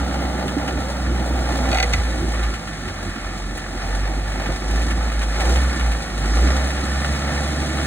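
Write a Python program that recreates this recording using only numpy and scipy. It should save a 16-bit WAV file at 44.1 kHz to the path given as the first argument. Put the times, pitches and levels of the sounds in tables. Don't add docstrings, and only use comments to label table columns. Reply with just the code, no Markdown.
import sys
import numpy as np
from scipy import signal
from scipy.fft import rfft, irfft
from scipy.io import wavfile
from scipy.ndimage import uniform_filter1d

SR = 44100
rng = np.random.default_rng(int(sys.argv[2]) if len(sys.argv) > 2 else 0)


def inscribe(sig):
    pcm = np.round(np.clip(np.atleast_2d(sig).T, -1, 1) * 32767)
    wavfile.write(sys.argv[1], SR, pcm.astype(np.int16))


N = 346626


def from_db(db):
    return 10 ** (np.asarray(db) / 20)


def rms_one(x):
    return x / np.sqrt(np.mean(x ** 2) + 1e-20)


def in_time(rows):
    s, value = np.transpose(rows)
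    return np.interp(np.arange(N) / SR, s, value)


def on_bins(points):
    hz, value = np.transpose(points)
    bin_hz = np.fft.rfftfreq(N, 1 / SR)
    return np.interp(np.log(bin_hz + 1), np.log(hz + 1), value)


def noise():
    return rng.standard_normal((2, N))


def colour(x, spectrum):
    return rms_one(irfft(rfft(x) * from_db(on_bins(spectrum)), N))


def drift(rate_hz):
    step, settle = 40, 2000
    r = np.exp(-2 * np.pi * rate_hz * step / SR)
    white = rng.standard_normal(N // step + settle + 2)
    slow = rms_one(signal.lfilter([1], [1, -2 * r, r * r], white)[settle:])
    return np.interp(np.arange(N) / step, np.arange(len(slow)), slow)


def band(x, order, low_hz, high_hz):
    return signal.sosfilt(signal.butter(order, [low_hz, high_hz], "band", fs=SR, output="sos"), x)


def ring(x, hz, t60_s):
    r, w = from_db(-60 / (t60_s * SR)), 2 * np.pi * hz / SR
    return signal.lfilter([0, np.sin(w)], [1, -2 * r * np.cos(w), r * r], x + 1e-18)


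def clicks(times_s, gains):
    out = np.zeros(N)
    out[np.round(np.asarray(times_s) * SR).astype(int)] = gains
    return out


def puffs(times_s, gains, contact_s, t60_s):
    size = int(contact_s * SR)
    pressed = np.convolve(clicks(times_s, gains), np.ones(size) / size)[:N]
    envelope = signal.lfilter([1], [1, -from_db(-60 / (t60_s * SR))], pressed + 1e-18)
    return envelope * noise()


# start in s, level before the band-pass in dB, pitch in Hz, t60 in s.
THUD_ROWS = [(0.567, -12.5, 291, 0.099), (1.939, -9, 75.5, 0.06), (1.976, -11.5, 78.4, .15),
             (4.47, -18.5, 199, 0.068), (4.495, -11.5, 138, 0.026), (1.601, -18, 246, 0.24),
             (1.83, -23.5, 486, 0.35), (4.489, -19.5, 336, 0.074), (4.489, -22, 536, 0.087),
             (6.211, -23, 149, 0.14), (6.44, -21, 305, .15), (6.46, -25, 195, 0.22),
             (7.09, -23.5, 157, 0.16)]


def frame_thuds():
    out = sum(ring(clicks([s], from_db(db)), hz, t60_s) for s, db, hz, t60_s in THUD_ROWS)
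    return band(out, 2, 45, 600)


# resonance in Hz, width in Hz, lift in dB,
# change of lift at the start in dB, fading out over ROLLING_IN_S while the loader rolls in.
BLOCK_MODES = [(520, 50, 3, 0), (783, 64, 3, -0.5), (1180, 50, 3, 0), (1345, 35, 5, 0), (1400, 35, 5, 2),
               (1455, 30, 3, 0), (1766, 30.4, 10.5, -6), (1830, 60, 4, -2), (1945, 40, 5, -4),
               (2230, 70, 5, -3), (2434, 11, 5, 0), (2510, 170, 7, -4), (2810, 60, 5, 0), (3030, 170, 6, 0),
               (3800, 130, 3, -2), (5300, 600, 4, -3)]
ROLLING_IN_S = 3.1


def block(x):
    out = x.copy()
    rolling = np.clip(1 - np.arange(N) / SR / ROLLING_IN_S, 0, 1)
    for hz, width_hz, db, early_db in BLOCK_MODES:
        r = np.exp(-np.pi * width_hz / SR)
        a = [1, -2 * r * np.cos(2 * np.pi * hz / SR), r * r]
        mode = signal.lfilter([(1 - r * r) / 2, 0, (r * r - 1) / 2], a, x)
        lift = from_db(db + early_db * rolling) - 1
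        out += lift * from_db(0.84 * drift(11.0)) * mode
    return out


# start in s, body level in dB, bright edge level in dB, both relative.
TICK_ROWS = [(0.218, -36, -45), (0.477, -16, -49), (0.6754, -15.5, -47), (0.98, -28, -50),
             (1.5183, -21, -38), (2.3401, -19, -42), (2.4314, -17.5, -50), (2.536, -19.5, -55),
             (2.672, -22, -53), (2.8782, -20, -47), (3.571, -22, -34), (4.4573, -19, -50),
             (4.706, -20.5, -38), (4.815, -19, -39), (4.905, -17, -39), (5.1228, -24, -46),
             (5.214, -16.5, -44), (5.403, -14, -39), (5.4897, -17, -36), (5.556, -14.5, -36),
             (5.7934, -18, -40), (5.915, -17, -45), (6.4068, -28, -37), (6.7012, -18, -45),
             (7.0424, -15, -44)]


def ticks():
    s, body_db, edge_db = np.transpose(TICK_ROWS)
    body = puffs(s, from_db(body_db - 1.5), contact_s=0.004, t60_s=0.13)
    edge = puffs(s, from_db(edge_db + 6), contact_s=0.0049, t60_s=0.053)
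    return block(band(body, 1, 1000, 2400)) + band(edge, 2, 6000, 13000)


# start in s, relative level in dB,
# lift of the modes below 1000 Hz in dB, lift of those above 4600 Hz in dB.
CLANK_ROWS = [(1.7144, -23, 5, -4), (1.728, -21, 6, -8), (1.745, -21, 4, -5), (1.755, -27, 6, -6),
              (1.7713, -23, 2, -4), (1.7835, -20, 3, -8), (1.7997, -17.5, 0, -3), (1.8268, -16.5, -3, 0),
              (1.8395, -28, -3, 2), (1.926, -28, -10, -4), (1.9338, -16, -10, -1), (1.944, -27, -6, -4)]
# pitch in Hz, relative level in dB, t60 in s.
LINKAGE_MODES = [(650, -6, .06), (760, -3, .09), (1215, -9, .04), (1405, -7, .05), (1560, -8, .04),
                 (2015, -1, .065), (2191, -3, .045), (2450, -2, .055), (2650, -6, .045), (2900, -7, .04),
                 (3350, -8, .04), (3800, -7, .034), (4420, -2, .035), (5100, -11, .02), (5730, -4, .04),
                 (6500, -2, .01), (6880, -12, .04), (7750, -16, .03), (8800, -16, .02), (10500, -18, .02),
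                 (11200, -15, .025), (13100, -17, .022), (14800, -21, .015)]
SPREAD_CYCLES = 10


def linkage():
    s, knock_db, low_db, high_db = np.transpose(CLANK_ROWS)
    crack = puffs(s, from_db(knock_db - 7), contact_s=.001, t60_s=.07)
    out = band(crack, 1, 700, 5000)
    for hz, db, t60_s in LINKAGE_MODES:
        strength_db = knock_db + db + low_db * (hz < 1000) + high_db * (hz > 4600)
        for layer in out:
            late, uneven, sign = rng.uniform(-1, 1, (len(s), 3)).T
            start_s = s + (1 + late) / 2 * SPREAD_CYCLES / hz
            blows = np.sign(sign) * from_db(strength_db + 2 * uneven)
            layer += ring(clicks(start_s, blows), hz, t60_s)
    return out


# time in s, load as noise level in dB.
LOAD_CURVE = [(0, -26.5), (1.07, -27.5), (1.33, -26.5), (1.55, -23.5), (1.8, -25.5), (2.08, -27),
              (2.39, -28.5), (2.65, -30.5), (3.0, -30.5), (3.45, -30), (3.75, -30.5), (3.84, -27),
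              (4.2, -29.5), (4.5, -27), (4.62, -29.5), (4.75, -26), (5.2, -29), (5.5, -23.5), (5.75, -26),
              (6.1, -29), (6.46, -24), (6.8, -26.5), (7.16, -26), (7.86, -25.5)]
# time in s, tilt in dB before each share.
TILT_CURVE = [(0, -3), (1.3, -3), (2, 1.5), (3, 0), (4.5, -1), (5.3, 1.5), (6, 2.5), (6.5, 2), (7, 3.5),
              (7.86, 4)]


def noise_level_db(mean_load_db, load_share, tilt_share):
    load_db = in_time(LOAD_CURVE)
    return mean_load_db + load_share * (load_db - load_db.mean()) + tilt_share * in_time(TILT_CURVE)


CYLINDER_KNOCK_DB = [0, 4, 2, 5, 1, -3]


def knock_gate(firings, depth, spread_db, fall_per_firing):
    count = firings.astype(int)
    total = count[-1] + 1
    strength_db = np.resize(CYLINDER_KNOCK_DB, total) + spread_db * rng.uniform(-1.5, 1, total)
    fall = np.exp(-fall_per_firing * (firings - count))
    return uniform_filter1d(1 + depth * from_db(strength_db[count]) * fall, size=110)


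# frequency in Hz, relative density in dB.
FAN_SPECTRUM = [(1500, 2.5), (4000, 11.5), (6000, 8.5), (8000, 5.5), (11000, 1.5), (12500, -0.5),
                (13400, -2), (14200, -18), (15700, -7)]


def fan_hiss(firings):
    knocks = knock_gate(firings, depth=0.22, spread_db=13.0, fall_per_firing=1.9)
    level_db = noise_level_db(-39, load_share=0.78, tilt_share=0.71)
    return from_db(level_db + 0.69 * drift(23.0)) * colour(noise() * knocks, FAN_SPECTRUM)


def gaining_speed(rate, rumble_db, clatter_db):
    gain_per_s2 = np.clip(uniform_filter1d(np.gradient(rate) * SR, size=11000), 0, 30)
    whoosh_db = clatter_db - 18 + .32 * gain_per_s2 + 1.5 * drift(8)
    boom_db = rumble_db - 18.5 + 0.62 * gain_per_s2 + 1.0 * drift(8)
    whoosh = from_db(whoosh_db) * rms_one(ring(noise(), 5500, .002))
    return whoosh + from_db(boom_db) * rms_one(ring(noise(), 319, 0.021))


# frequency in Hz, relative density in dB.
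CLATTER_SPECTRUM = [(800, -46), (1000, -3), (1200, 3.5), (1600, 2), (2200, -0.5), (2700, -9), (3300, -10),
                    (4000, -10), (5300, -9.5), (6500, -23.5), (9000, -52)]


def combustion_clatter(knocks, level_db):
    return from_db(level_db + 1.0 * drift(6.7)) * rms_one(block(colour(noise() * knocks, CLATTER_SPECTRUM)))


# frequency in Hz, relative density in dB.
ROAR_SPECTRUM = [(250, -47), (430, -10.5), (500, -8), (600, -5.5), (850, -4), (980, -16), (1300, -39.5)]


def body_roar(knocks):
    level_db = noise_level_db(-33.5, load_share=1.3, tilt_share=-0.42)
    return from_db(level_db + 1.4 * drift(7.9)) * rms_one(block(colour(noise() * knocks, ROAR_SPECTRUM)))


# frequency in Hz, relative density in dB.
RUMBLE_SPECTRUM = [(20, -26), (38, -6), (60, 10), (90, 4.5), (130, -13), (200, 2), (330, 1), (375, 0),
                   (430, -20), (700, -46)]


def body_rumble(knocks, level_db):
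    return from_db(level_db + 3.9 * drift(11.4)) * colour(noise() * np.sqrt(knocks), RUMBLE_SPECTRUM)


# time in s, mean rms level in dB.
FIRING_TONE = [(0.0, -24), (0.04, -23.5), (0.65, -29.5), (1.09, -22), (2.49, -19.5), (2.6, -36),
               (3.11, -31), (3.17, -41), (3.22, -30), (3.85, -28.5), (3.98, -21), (4.49, -25.5),
               (4.51, -19), (4.6, -30), (4.75, -17), (5.34, -21.5), (5.51, -14), (5.69, -17.5), (5.76, -27),
               (5.82, -17.5), (5.93, -17.5), (6.06, -32), (6.11, -27), (6.41, -13.5), (6.65, -21.5),
               (7.86, -25)]
# time in s, level in dB re the firing tone.
FIRING_OCTAVE = [(0, -28), (.9, -24), (1.1, -17), (1.6, -23), (2.3, -20), (2.9, -3.5), (3.6, -13),
                 (4.2, -13.5), (4.8, -21.5), (6.0, -28), (6.2, -11), (6.4, -38), (6.9, -28), (7.03, -11.5),
                 (7.86, -11)]
# frequency in Hz, relative level in dB of a tone there.
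GROWL_SPECTRUM = [(70, -19), (110, -11), (155, -6), (210, -8), (330, -10), (425, -20), (520, -12),
                  (800, -13)]
STRONG_CYCLE_MULTIPLES = [13, 14, 17, 18, 19, 22, 24, 26, 27, 42, 48]
STRONG_LIFT_DB = [5, 6, 5, 7, 9, 4, 5, 4, 8, 5, 6]
WAVER_DB, IDLE_WAVER_DB, IDLE_FIRINGS_PER_S = .8, 1.8, 49.4


def exhaust(firings, rate, rumble_db):
    mean_db = in_time(FIRING_TONE)
    octave_db = mean_db + in_time(FIRING_OCTAVE) + 2.03 * drift(7.4)
    idling = np.clip((IDLE_FIRINGS_PER_S - rate) / 5, 0, 1)
    tone_db = mean_db + (WAVER_DB + IDLE_WAVER_DB * idling) * drift(9.1)
    out = from_db(tone_db + .6 * drift(9)) * np.sin(2 * np.pi * firings)
    out += from_db(octave_db) * np.sin(4 * np.pi * firings + 1)
    uneven_db = rumble_db - 10.5 + .4 * (rate - 56)
    hz, growl_db = np.transpose(GROWL_SPECTRUM)
    lifts_db = dict(zip(STRONG_CYCLE_MULTIPLES, STRONG_LIFT_DB))
    for multiple in range(7, 60):
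        order = multiple / 6
        db = uneven_db + np.interp(order * rate, hz, growl_db) + lifts_db.get(multiple, 0) + 3.0 * drift(1.2)
        phase = 2 * np.pi * (order * firings + rng.random()) + .35 * drift(1.2)
        out += from_db(db) * np.sin(phase)
    return np.sqrt(2) * out


# time in s, firings per s.
SPEED_CURVE = [(0, 63.5), (.7, 63.5), (.95, 61.5), (1.6, 60.5), (1.85, 57.5), (2.5, 54.6), (2.9, 46.3),
               (3.85, 45), (4.1, 49.3), (4.66, 49.7), (4.8, 55.8), (5.0, 55.8), (5.35, 52), (5.6, 64.3),
               (5.76, 61.3), (6.1, 51), (6.27, 50), (6.52, 65.3), (6.85, 66.3), (7.15, 69.5), (7.4, 70.6),
               (7.86, 71.2)]


def engine():
    rate = in_time(SPEED_CURVE)
    firings = np.cumsum(rate) / SR
    knocks = knock_gate(firings, depth=0.6, spread_db=4.0, fall_per_firing=3.0)
    rumble_db = noise_level_db(-34, load_share=0.7, tilt_share=-0.46)
    clatter_db = noise_level_db(-32.5, load_share=1, tilt_share=0.13)
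    out = fan_hiss(firings) + gaining_speed(rate, rumble_db, clatter_db)
    out += combustion_clatter(knocks, clatter_db) + body_roar(knocks) + body_rumble(knocks, rumble_db)
    out[0] += exhaust(firings, rate, rumble_db)
    return out


# frequency in Hz, lead of the left in radians.
CHANNEL_PHASE = [(20, -.06), (230, 0), (400, .55), (600, .55), (950, 1.2), (1200, -.2), (1600, .1),
                 (1980, .8), (2330, 2.4), (3100, 2.7), (3800, 1.1), (4850, 3.1), (5650, 3.2), (7700, 6.2),
                 (9500, 6.4), (11400, 9.38), (13600, 9.46), (14700, 12.4), (16000, 12.6)]
# frequency in Hz, left minus right in dB.
CHANNEL_BALANCE = [(60, -1), (100, -1.5), (250, -4.5), (330, -4), (420, 0), (700, -1.5), (1070, 3),
                   (1360, 0), (2200, -2.5), (2600, 0), (3300, 3.5), (4200, 0), (16000, 0)]
# frequency in Hz, gain of the side layer in dB.
SIDE_GAIN = [(60, -43), (300, -19), (800, -15.5), (1050, -4.5), (1400, -17), (3300, -6.5), (4500, -7),
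             (5000, -56), (5500, -15.5), (6500, -2.5), (8500, -29), (10700, -1.5), (12200, -37.5),
             (13400, -41), (14200, -23), (15500, -20)]


def scene():
    layers = engine() + ticks() + linkage()
    layers[0] += frame_thuds()
    centre, side = rfft(layers)
    sign = np.array([[1], [-1]])
    channels = from_db(sign * on_bins(CHANNEL_BALANCE) / 2) * np.exp(.5j * sign * on_bins(CHANNEL_PHASE))
    return irfft(channels * (centre + sign * from_db(on_bins(SIDE_GAIN)) * side), N)


CUTOFF_HZ = 15750


def record(dry):
    dry = signal.sosfilt(signal.butter(2, 30, "high", fs=SR, output="sos"), dry)
    return signal.sosfilt(signal.ellip(12, .3, 80, CUTOFF_HZ, fs=SR, output="sos"), dry)


dry = scene()
out = record(dry)
inscribe(out)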